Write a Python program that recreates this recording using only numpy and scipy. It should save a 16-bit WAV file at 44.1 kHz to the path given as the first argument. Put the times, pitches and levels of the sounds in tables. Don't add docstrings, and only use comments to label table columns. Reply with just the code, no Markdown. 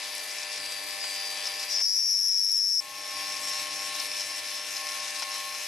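import sys
import numpy as np
from scipy import signal
from scipy.io import wavfile

SR = 44100
rng = np.random.default_rng(int(sys.argv[2]) if len(sys.argv) > 2 else 0)


def volts_from_decibels(level):
    exponent = np.asarray(level, float) / 20
    return 10 ** exponent


def wav_record(signal):
    frames = np.transpose(np.atleast_2d(signal))
    bounded = np.clip(frames, -1, 1)
    quanta = np.round(bounded * 32767).astype(np.int16)
    wavfile.write(sys.argv[1], SR, quanta)


N = 250047
STEP = 40
COARSE_S = np.arange(N // STEP + 2) * STEP / SR
TIME_S = np.arange(N) / SR
CORNER_S = 2.805

# (time [s], rate [turns/s])
SPINDLE_SPEED = [(0, 98.11), (1.7, 98.11), (1.72, 98.0), (2.8, 98.0), (2.82, 98.14), (5.67, 98.14)]
# (time [s], load [dB])
CUTTING_LOAD = [(0, -0.5), (.3, 0), (1.0, 0), (1.4, 0.5), (1.47, 0.5), (1.55, 0.5), (1.8, -2), (3.2, 0.5),
                (3.5, 0.9), (3.86, 0), (4.02, 1.4), (4.12, 0), (4.2, 1), (4.3, 0), (4.65, -0.35),
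                (4.9, 0.9), (5.25, -0.04), (5.67, -1)]
GAIN_CENTRES_HZ = (130, 700, 1500, 2800, 9000)
# (share of load [1], squeezed level [dB], further sag [dB/s],
# level left at the corner [dB], recovery [s])
GAIN_RANGES = [
    (0.4, -6, 1.5, 4, 0.35),
    (0.7, -10.5, -9.5, -5.5, 0.33),
    (1.0, -10, -4, -7, 0.37),
    (1.26, -9, -8.5, -8, 0.4),
    (1.54, -4.5, -1, -5.5, 0.43),
]
SQUEEZE_S, SQUEEZE_ATTACK_S = 1.819, 0.0086
# (time [s], level [dB])
TABLE_SHUDDERS = [(.56, 6.5), (3.15, 10), (3.6, 6.5)]
SHUDDER_FADE_S, RUMBLE_REST_DB = 0.71, -4

# (frequency [Hz], density [dB/Hz])
NOISE_SPECTRUM = [(25, -33), (100, -20), (250, -17.5), (435, -13.5), (620, -10.5), (1070, -8),
                  (1350, -12.5), (1800, -8.5), (2310, -3), (4400, -8.5), (5410, -5.5), (6810, -12),
                  (10000, -12), (13500, -12)]
# (frequency [Hz], width [Hz], level [dB])
HOUSING_MODES = [(2080, 380, 2.5), (4000, 440, 5.5), (5390, 430, 7), (6320, 230, 6.5), (8000, 610, 8.5),
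                 (11200, 370, 2)]
NOISE_DB = -38
# (frequency [Hz], correlation [1])
EAR_LIKENESS = [(60, 0.44), (130, 0.98), (280, 0.77), (620, 0.88), (1340, 0.94), (2910, 0.8), (6320, 0.58),
                (10000, 0.34), (13700, 0.39)]
# (frequency [Hz], left minus right [dB])
STEREO_BALANCE = [(60, -1), (130, 1.5), (280, 1.0), (620, -0.5), (1340, 2.5), (2910, 3), (6320, 3.0),
                  (11000, 6), (13700, 1)]

ORDER_MULTIPLES = (1, 3, 5, 7, 10, 13, 14, 16, 17, 20, 22, 25, 26, 27, 28, 29, 31, 34, 36, 37, 40, 46, 60,
                   62, 65, 66, 72, 44, 47)
# (level before the corner [dB], level after it [dB])
ORDER_LEVELS = [(-82.5, -79), (-66, -65.5), (-64, -67), (-72, -92), (-60, -61), (-64, -70), (-68, -64),
                (-62, -62.5), (-63.5, -65.5), (-59, -59), (-56, -54.5), (-65, -87), (-56, -52),
                (-55, -56.5), (-56, -53), (-71, -63), (-57.5, -55), (-55, -58.5), (-57, -57), (-55, -57.5),
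                (-57, -58.5), (-55, -62), (-64, -58), (-66, -60), (-68, -56), (-67, -56.5), (-65, -79),
                (-73, -63.5), (-51.5, -57)]
# (order [1], resting level before the corner [dB], after it [dB])
RESTING_ORDERS = [(8, -59, -61), (11, -58, -55), (48, -54, -54.5), (50, -66, -78), (42, -57.5, -58.5),
                  (51, -74, -70)]
# (time [s], length [s], order [1], level [dB])
ORDER_SWELLS = [(0.143, 0.16, 48, -49.5), (0.6, 0.35, 48, -45), (0.408, 0.24, 48, -49),
                (1.028, 0.28, 48, -41), (1.3, 0.41, 48, -46.5), (1.688, 0.19, 48, -43),
                (1.947, 0.15, 48, -49), (3.168, 0.073, 48, -48), (3.423, 0.11, 48, -49),
                (4.2, .08, 48, -52), (0.954, 0.68, 8, -53.5), (3.164, 0.85, 8, -55), (4.753, 0.83, 8, -56),
                (.03, .03, 50, -50), (.16, .03, 50, -51), (.28, .03, 50, -48), (0.437, 0.29, 50, -49.5),
                (.75, 0.23, 50, -53), (1.0, 0.041, 50, -42), (1.156, 0.051, 50, -42.5),
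                (1.693, 0.23, 50, -41), (1.46, 0.17, 50, -44), (1.96, 0.16, 50, -52),
                (3.127, 0.075, 50, -48), (4.85, 0.66, 51, -57), (.4, 0.6, 8, -57.5),
                (1.54, 0.084, 11, -56.5), (3.55, .12, 48, -52), (4.3, .06, 48, -57), (5.1, 0.12, 50, -52),
                (4.745, 0.16, 42, -52), (5.207, 0.42, 42, -51), (2.818, 0.35, 11, -49.5),
                (3.104, 0.59, 11, -46), (3.782, 0.24, 11, -47), (4.293, 0.052, 11, -49.5),
                (4.514, 0.11, 11, -50.5), (4.788, 0.24, 11, -46), (5.178, 0.35, 11, -45)]
SWELL_RISE_S, SWELL_FALL_S = 0.1, 0.25

# (frequency [Hz], level [dB])
MACHINE_LINES = [(600, -53.5), (1730, -62), (1766.5, -49), (1801, -60), (2015, -56), (2263, -59),
                 (2296, -56.5), (2366, -50.5), (2994, -61.5), (4167, -56.5), (8419, -64), (9695, -59.5),
                 (10252, -60), (10449, -58.5), (10504, -53.5), (11145, -58), (11317, -64.5)]
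# (time [s], frequency [Hz], level [dB])
FEED_MOTORS = [(0, 436, -66), (1.8, 436, -66), (1.85, 436, -110), (2.8, 822, -110), (2.81, 822, -57),
               (3.1, 812, -57), (3.3, 798, -60), (3.45, 790, -80), (5.67, 790, -100)]

# (time [s], blow on the tool [dB], blow on the table [dB])
CAUGHT_CHIPS = [(0.309, -30, -52), (0.383, -26.5, -36), (0.4305, -27, -35), (0.5155, -33, -45),
                (0.574, -26, -31), (0.6557, -29, -40), (0.719, -26, -41), (.8679, -38, -45),
                (1.0006, -36, -42), (1.0127, -30, -40), (1.0394, -34, -10.5), (1.2, -33, -37),
                (1.371, -27, -43), (1.4406, -26, -44), (1.453, -23, -46), (1.462, -24, -46),
                (1.4698, -21, -49), (1.487, -32, -49), (1.594, -29, -57.5), (1.603, -28, -50),
                (1.6113, -28.5, -63), (1.625, -26.5, -53), (1.6345, -25.5, -50), (1.642, -30, -44),
                (1.757, -29, -53.5), (2.095, -38, -42), (2.25, -36, -38), (3.32, -26.5, -40),
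                (3.3662, -25, -34), (3.5127, -32, -41.5), (3.5233, -28, -41), (3.532, -28.5, -42),
                (3.706, -38, -40), (3.9482, -24, -19), (3.9985, -21.5, -36), (4.062, -36, -42),
                (4.114, -26, -42), (4.194, -37, -32), (4.2053, -22, -30), (4.216, -25, -40),
                (4.7655, -25.5, -30), (4.825, -42, -47), (4.867, -26, -44), (4.886, -26, -44),
                (4.916, -28, -42), (5.001, -25.5, -46), (5.0785, -25.5, -51), (5.101, -31, -49),
                (5.1622, -25, -36), (5.194, -28, -35), (5.221, -24, -9), (5.2307, -26, -16),
                (5.3155, -29, -33.5), (5.3544, -28, -27), (5.5475, -30, -34)]
# (frequency [Hz], level [dB], 60 dB decay [s])
TOOL_MODES = [(4940, 2, 0.009), (5230, 3, 0.014), (5350, 3, .016), (5500, 5, 0.012), (5720, 1, 0.006),
              (6170, -2, 0.006)]
# (frequency [Hz], level [dB], 60 dB decay [s])
TABLE_MODES = [(1000, -3, .03), (1500, -5, .02), (2000, -2, .015), (2520, 0, .02), (3050, -3, .012),
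               (3650, -3, .012), (4150, -2, .012)]
# (time [s], peak level [dB], frequency [Hz])
FLYING_CHIPS = [(0.1501, -37, 11200), (0.1785, -39, 8300), (0.2388, -39, 10500), (0.8385, -43, 10600),
                (1.3024, -43, 10550), (2.1994, -46, 11300), (3.1722, -40.5, 10500), (3.9963, -39, 8400),
                (4.17, -40.5, 10400), (5.1926, -39, 8700), (5.2909, -43, 11200), (5.579, -43, 9900)]

SQUEAL_START_S, SQUEAL_RISE_S, SQUEAL_FIRST_DB = 1.675, 0.037, -34.5
SQUEAL_FULL_S, SQUEAL_GROW_S, SQUEAL_FULL_DB = 1.806, 0.012, -27.6
SQUEAL_STOP_S = 0.004
# (time [s], frequency [Hz])
SQUEAL_PITCH = [(1.72, 5480), (1.77, 5450), (2.05, 5462), (2.2, 5474), (2.23, 5462), (2.57, 5474),
                (2.6, 5458), (2.8, 5476)]
PULL_HZ = 14
LOCK_ORDER = 56
# (time [s], length [s], loss [dB])
SWING_FALTERS = [(1.92, 0.028, 2), (2.182, 0.028, 2.5), (2.47, .03, 1.5), (2.569, .015, 2.5),
                 (2.018, .01, 2), (1.795, .005, 3.5), (2.654, 0.024, 1.5), (2.74, 0.049, 1),
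                 (3.36, .005, 8.5), (3.403, .01, 13), (3.66, 0.021, 3), (3.914, .01, 3), (3.98, .01, 8),
                 (4.035, .01, 3), (4.267, 0.011, 5), (4.406, 0.054, 7), (4.593, 0.03, -1), (4.977, .01, 14),
                 (5.127, .02, 4), (5.26, 0.029, 7)]
FALTER_EDGE_S = 0.0256
# (level re tone [dB], level per loss [dB/dB])
SQUEAL_SIDES = [
    (-4.5, -0.5),
    (-5.5, -.5),
    (-6, 1.5),
]
LOCKED_SIDES_DB = (-1.5, -5, -9)
SIDE_FLICKER_DB = (1.6, 1.5)
OUTER_OFFSETS = (-10, -8, -6, -5, -4, -3, 1, 2, 4, 5, 6, 9, 10, 12, 14)
OUTER_DB = (-30, -25, -23, -27, -23, -14, -11.5, -13, -25, -27, -24, -23, -27, -39, -27)
OUTER_LOCK_SHIFTS_DB = (1, 1, 1, 1, 1, 5, -4, -3, 1, 1, 1, 1, 1, 1, 1)
# (time [s], level [dB])
LOCKED_RING = [(2.83, -52.5), (2.93, -51), (2.96, -44.5), (3.2, -38.5), (3.54, -36), (3.68, -43),
               (3.71, -38.5), (4.02, -43), (4.22, -35), (4.26, -40), (5.11, -45), (5.13, -61), (5.15, -41),
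               (5.23, -46), (5.28, -67), (5.31, -41), (5.4, -47), (5.67, -45)]
RING_TONE_DB = -3.5
PEAK_PHASE, TOOTH_LAG = (0.95, 1.95), (2.15, 0)
UPPER_LINES_S, UPPER_GAIN_DB = 2.22, 1
SETTLE_S, YOUNG_TONE_DB = (1.95, 2.4), -3.5
TIRE_S, TIRED_UPPER_DB = (2.5, 2.8), -6
LOOSE_S, LOOSE_TONE_DB, LOOSE_SIDES_DB = (4.7, 4.8), -2.5, 5.5
BREAKOUT_TONE_DB, BREAKOUT_SIDES_DB = -4, 8
THIRD_LOSS_DB = -9
SWING_LIMIT = 0.17


def fine(control):
    return np.interp(TIME_S, COARSE_S, control)


def columns(rows):
    s, *rest = np.transpose(rows)
    return [np.interp(COARSE_S, s, c) for c in rest]


def at_hz(points, hz):
    points_hz, values = np.transpose(points)
    return np.interp(np.log(hz), np.log(points_hz), values)


def drift(rate):
    r = np.exp(-2 * np.pi * STEP * rate / SR)
    white = rng.standard_normal(len(COARSE_S) + 2000)
    slow = signal.lfilter([1], [1, -2 * r, r * r], white)[2000:]
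    return slow / slow.std()


def pulse(s, length, rise, fall):
    return np.clip(np.minimum((COARSE_S - s) / rise, (s + length - COARSE_S) / fall) + 1, 0, 1)


def placed(x, hz):
    return x * volts_from_decibels(at_hz(STEREO_BALANCE, hz) / 2 * np.array([[1], [-1]]))


def tone(phase, db, flicker_db, blur):
    swing = np.sqrt(2) * volts_from_decibels(db + flicker_db * drift(15.0)) * np.exp(1j * blur * drift(9.8))
    apart = np.exp(0.6j * blur * drift(4.0))
    turning = np.exp(1j * phase)
    return np.real([fine(swing * apart) * turning, fine(swing / apart) * turning])


def ring(clicks, hz, t60):
    r, w = volts_from_decibels(-60 / (t60 * SR)), 2 * np.pi * hz / SR
    return signal.lfilter([0, np.sin(w)], [1, -2 * r * np.cos(w), r * r], clicks + 1e-18)


def machine_gains():
    load_db, = columns(CUTTING_LOAD)
    since, after = COARSE_S - SQUEEZE_S, COARSE_S - CORNER_S
    closing = np.clip(since / SQUEEZE_ATTACK_S, 0, 1)
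    levels = []
    for share, squeezed_db, sag_db, left_db, recovery in GAIN_RANGES:
        sinking = closing * (squeezed_db + sag_db * since)
        recovering = left_db * np.clip(1 - after / recovery, 0, 1)
        levels.append(share * load_db + np.where(after < 0, sinking, recovering))
    shudders = sum(db * np.exp(-np.abs(COARSE_S - s) / SHUDDER_FADE_S) * (COARSE_S > s)
                   for s, db in TABLE_SHUDDERS)
    levels[0] = levels[0] + RUMBLE_REST_DB + shudders
    return levels


def gain_db(levels, hz):
    weights = [np.interp(np.log(hz), np.log(GAIN_CENTRES_HZ), row) for row in np.eye(len(GAIN_CENTRES_HZ))]
    return sum(w * level for w, level in zip(weights, levels))


def coolant_and_cutting(levels, turn):
    out, together = 0, drift(18)
    edges = 28 * 2 ** np.arange(0, 9.2, 1 / 3)
    white = rng.standard_normal((2, 2, N))
    teeth = 0.21 * np.cos(turn) + 0.033 * np.cos(2 * turn)
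    for k, (low, high) in enumerate(zip(edges, edges[1:])):
        band_pass = signal.butter(2, [low, high], "band", fs=SR, output="sos")
        mid, side = signal.sosfilt(band_pass, white[k % 2])
        hz = np.sqrt(low * high)
        alike = np.clip(at_hz(EAR_LIKENESS, hz), 0, 1)
        bright = np.clip(np.log2(hz / 1500) / 1.6, 0, 1)
        ducked_db = gain_db(levels, hz) * (0.35 if hz > 11500 or hz < 70 else 1)
        patchy_db = 1.4 * bright * together + 1.55 * drift(4.6)
        gain = fine(volts_from_decibels(at_hz(NOISE_SPECTRUM, hz) + ducked_db + patchy_db))
        band = np.sqrt(1 + alike) * mid + np.sqrt(1 - alike) * side * [[1], [-1]]
        out = out + placed(gain * (1 + bright * teeth) * band, hz)
    for hz, width, db in HOUSING_MODES:
        out = out + (volts_from_decibels(db) - 1) * signal.lfilter(*signal.iirpeak(hz, hz / width, SR), out)
    return volts_from_decibels(NOISE_DB) * out / out[:, :SR].std()


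def swelling_db(order, resting_db):
    heights = [resting_db]
    for s, length, k, db in ORDER_SWELLS:
        if round(k) == round(order):
            same_side = (s > CORNER_S) <= (COARSE_S > CORNER_S)
            heights.append(db - 30 * (1 - pulse(s, length, SWELL_RISE_S, SWELL_FALL_S) * same_side))
    return np.max(heights, axis=0)


def spindle(levels, turn):
    after = COARSE_S > CORNER_S
    smeared_db = -4.0 * ((COARSE_S > 1.85) & ~after)
    start = rng.uniform(0, 2 * np.pi, len(ORDER_LEVELS))
    out = 0
    for k, (before_db, after_db), p in zip(ORDER_MULTIPLES, ORDER_LEVELS, start):
        db = np.where(after, after_db, before_db) + smeared_db + gain_db(levels, 98 * k)
        out = out + placed(tone(k * turn + p, db, min(2.65, 1.3 + 0.11 * k), 0.011 * k), 98 * k)
    for k, before_db, after_db in RESTING_ORDERS:
        k = round(k)
        db = swelling_db(k, np.where(after, after_db, before_db) + gain_db(levels, 700))
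        out = out + placed(tone(k * turn, db + 1.5, 1 + 0.014 * k, 0.015 * k), 98 * k)
    return out


def whines(levels):
    feed_hz, feed_db = columns(FEED_MOTORS)
    out = tone(2 * np.pi * np.cumsum(fine(feed_hz)) / SR, feed_db, 1.3, 0.13)
    for hz, db in MACHINE_LINES:
        line_db = db + gain_db(levels, min(hz, 5000))
        out = out + placed(tone(2 * np.pi * hz * TIME_S, line_db, 1.0, 0.3), hz)
    return out


def chips(levels):
    n = np.arange(400)
    burr = rng.standard_normal((len(CAUGHT_CHIPS), 400)) * np.exp(-n / 320.0) * np.minimum(n / 60.0, 1)
    burr /= np.sqrt(np.mean(burr ** 2, axis=1, keepdims=True)) * 2.84
    clumps = fine(160 * volts_from_decibels(8.7 * drift(12)))
    small = (rng.random(N) < clumps / SR) * rng.standard_normal(N)
    small = small * fine(volts_from_decibels(-25.0 + gain_db(levels, 2800)))
    tool, table = small.copy(), np.zeros(N)
    for (s, tool_db, table_db), hit in zip(CAUGHT_CHIPS, burr):
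        i = round(s * SR)
        tool[i:i + 400] += volts_from_decibels(tool_db) * hit
        table[i:i + 400] += volts_from_decibels(table_db) * hit
    out = volts_from_decibels(-36) * (tool - small)
    out += sum(volts_from_decibels(db - 27.0) * ring(tool, hz, t60) for hz, db, t60 in TOOL_MODES)
    out += sum(volts_from_decibels(db - 38.0) * ring(table, hz, t60) for hz, db, t60 in TABLE_MODES)
    t = np.arange(300) / SR
    for (s, db, hz), noise in zip(FLYING_CHIPS, rng.standard_normal((len(FLYING_CHIPS), 300))):
        tick = np.sin(2 * np.pi * hz * t) + 0.68 * np.diff(noise, prepend=0)
        i = round(s * SR)
        out[i:i + 300] += volts_from_decibels(db + 3.5) * tick * np.exp(-t / 0.0061)
    return placed(signal.sosfilt(signal.butter(2, 700, "high", fs=SR, output="sos"), out), 8200)


def chatter_controls():
    squealing = COARSE_S < CORNER_S
    loss_db = sum(db * pulse(s, length, FALTER_EDGE_S, FALTER_EDGE_S) for s, length, db in SWING_FALTERS)
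    hz = columns(SQUEAL_PITCH)[0] + PULL_HZ * np.clip(loss_db / 2.21, 0, 1)
    unrisen = np.clip(1 - (COARSE_S - SQUEAL_START_S) / SQUEAL_RISE_S, 0, 1)
    grown = np.clip((COARSE_S - SQUEAL_FULL_S) / SQUEAL_GROW_S, 0, 1)
    stopping = np.clip(1 + (COARSE_S - CORNER_S) / SQUEAL_STOP_S, 0, 1)
    squeal_db = SQUEAL_FIRST_DB - 23 * unrisen - 25 * stopping + (SQUEAL_FULL_DB - SQUEAL_FIRST_DB) * grown
    ring_db = columns(LOCKED_RING)[0] + RING_TONE_DB + drift(3.6)
    tone_db = np.where(squealing, squeal_db, ring_db) - loss_db
    flicker_db = np.where(squealing, *SIDE_FLICKER_DB)
    sides = [tone_db + np.where(squealing, db + follows * loss_db, locked_db) + flicker_db * drift(4.9)
             for (db, follows), locked_db in zip(SQUEAL_SIDES, LOCKED_SIDES_DB)]
    return hz, tone_db, *sides


def chatter(turn):
    free = TIME_S < CORNER_S
    hz, tone_db, below_db, above_db, first_db = chatter_controls()
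    carrier = np.where(free, 2 * np.pi * np.cumsum(fine(hz)) / SR, LOCK_ORDER * turn)
    locked, late = (COARSE_S >= CORNER_S).astype(int), COARSE_S > UPPER_LINES_S
    early = np.clip(1 - (COARSE_S - SQUEAL_FULL_S) / SQUEAL_GROW_S, 0, 1)
    settled, loose = np.interp(COARSE_S, SETTLE_S, (0, 1)), np.interp(COARSE_S, LOOSE_S, (0, 1))
    tired_db = TIRED_UPPER_DB * np.interp(COARSE_S, TIRE_S, (0, 1)) * (1 - locked)

    # (distance from the tone in turns, level dB)
    lines = [(-2, below_db + LOOSE_TONE_DB * loose),
             (3, above_db + THIRD_LOSS_DB * settled - 5.5 * early),
             (-1, first_db + LOOSE_SIDES_DB * loose)]
    for k, db, shift_db in zip(OUTER_OFFSETS, OUTER_DB, OUTER_LOCK_SHIFTS_DB):
        upper_db = UPPER_GAIN_DB * (k == 2) * late + tired_db * (0 < k < 3)
        lines.append((k, tone_db + db + upper_db + shift_db * locked + LOOSE_SIDES_DB * loose))

    young_db = YOUNG_TONE_DB * (0.5 - settled) * (0.5 - early)
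    centre_db = tone_db + BREAKOUT_TONE_DB * early + young_db + LOOSE_TONE_DB * loose
    wave = fine(volts_from_decibels(centre_db + 0.6 * drift(24))) + 0j
    for k, db in lines:
        tooth_rate = k % 2 == 0 or k == -3
        phase = k * np.take(PEAK_PHASE, locked) + np.take(TOOTH_LAG, locked) * tooth_rate
        db = db + BREAKOUT_SIDES_DB * early * (0.5 if abs(k) < 3 else 1)
        line = volts_from_decibels(db + 2 * drift(15)) * np.exp(1j * phase + 0.2j * drift(12))
        wave = wave + fine(line) * np.exp(1j * k * turn)

    grit = signal.lfilter([0.12], [1, -0.88], rng.standard_normal((2, N)))
    wander = fine(np.sqrt(2) * np.exp(1j * 0.24 * drift(40)) * (COARSE_S > SQUEAL_START_S))
    rough = 1 + np.where(free, 0.27, 0.9) * (grit[0] + 1j * grit[1])
    wave = wave * wander * np.exp(1j * carrier) * rough
    height = np.abs(wave) / SWING_LIMIT + 1e-9
    wave = wave * np.tanh(height) / height

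    onset = np.clip((COARSE_S - 1.79) / 0.043, 0, 1)
    octave_gain = fine(volts_from_decibels(-tone_db + 2.2 * drift(30)) * onset) * free
    octave = np.real(wave ** 2 * (1 + 1.6 * grit[0])) * octave_gain
    octave = octave + 3 * signal.lfilter(*signal.iirpeak(11350, 22, SR), octave)
    octave_band = signal.butter(3, [9900, 12000], "band", fs=SR, output="sos")
    octave = signal.sosfilt(octave_band, octave) * volts_from_decibels(-35.5)

    lag = fine(np.exp(1j * 0.23 * drift(27)))
    left_db = np.where(free, 2.9, 1.5) * np.array([[1], [-1]])
    tool_band = signal.butter(2, [4200, 8200], "band", fs=SR, output="sos")
    heard = signal.sosfilt(tool_band, np.real([wave * lag, wave / lag]))
    return heard * volts_from_decibels(left_db) + placed(octave, 11000)


def scene():
    turn = 2 * np.pi * np.cumsum(fine(columns(SPINDLE_SPEED)[0])) / SR
    levels = machine_gains()
    steady = coolant_and_cutting(levels, turn) + spindle(levels, turn) + whines(levels)
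    return steady + chips(levels) + chatter(turn)


def roll_off(x):
    return signal.sosfilt(signal.butter(12, 14330, fs=SR, output="sos"), x)


def record(dry):
    low_pass = signal.ellip(12, 0.5, 75, 13020, fs=SR, output="sos")
    mix = signal.sosfilt(low_pass, dry)
    return roll_off(mix)


dry = scene()
out = record(dry)
wav_record(out)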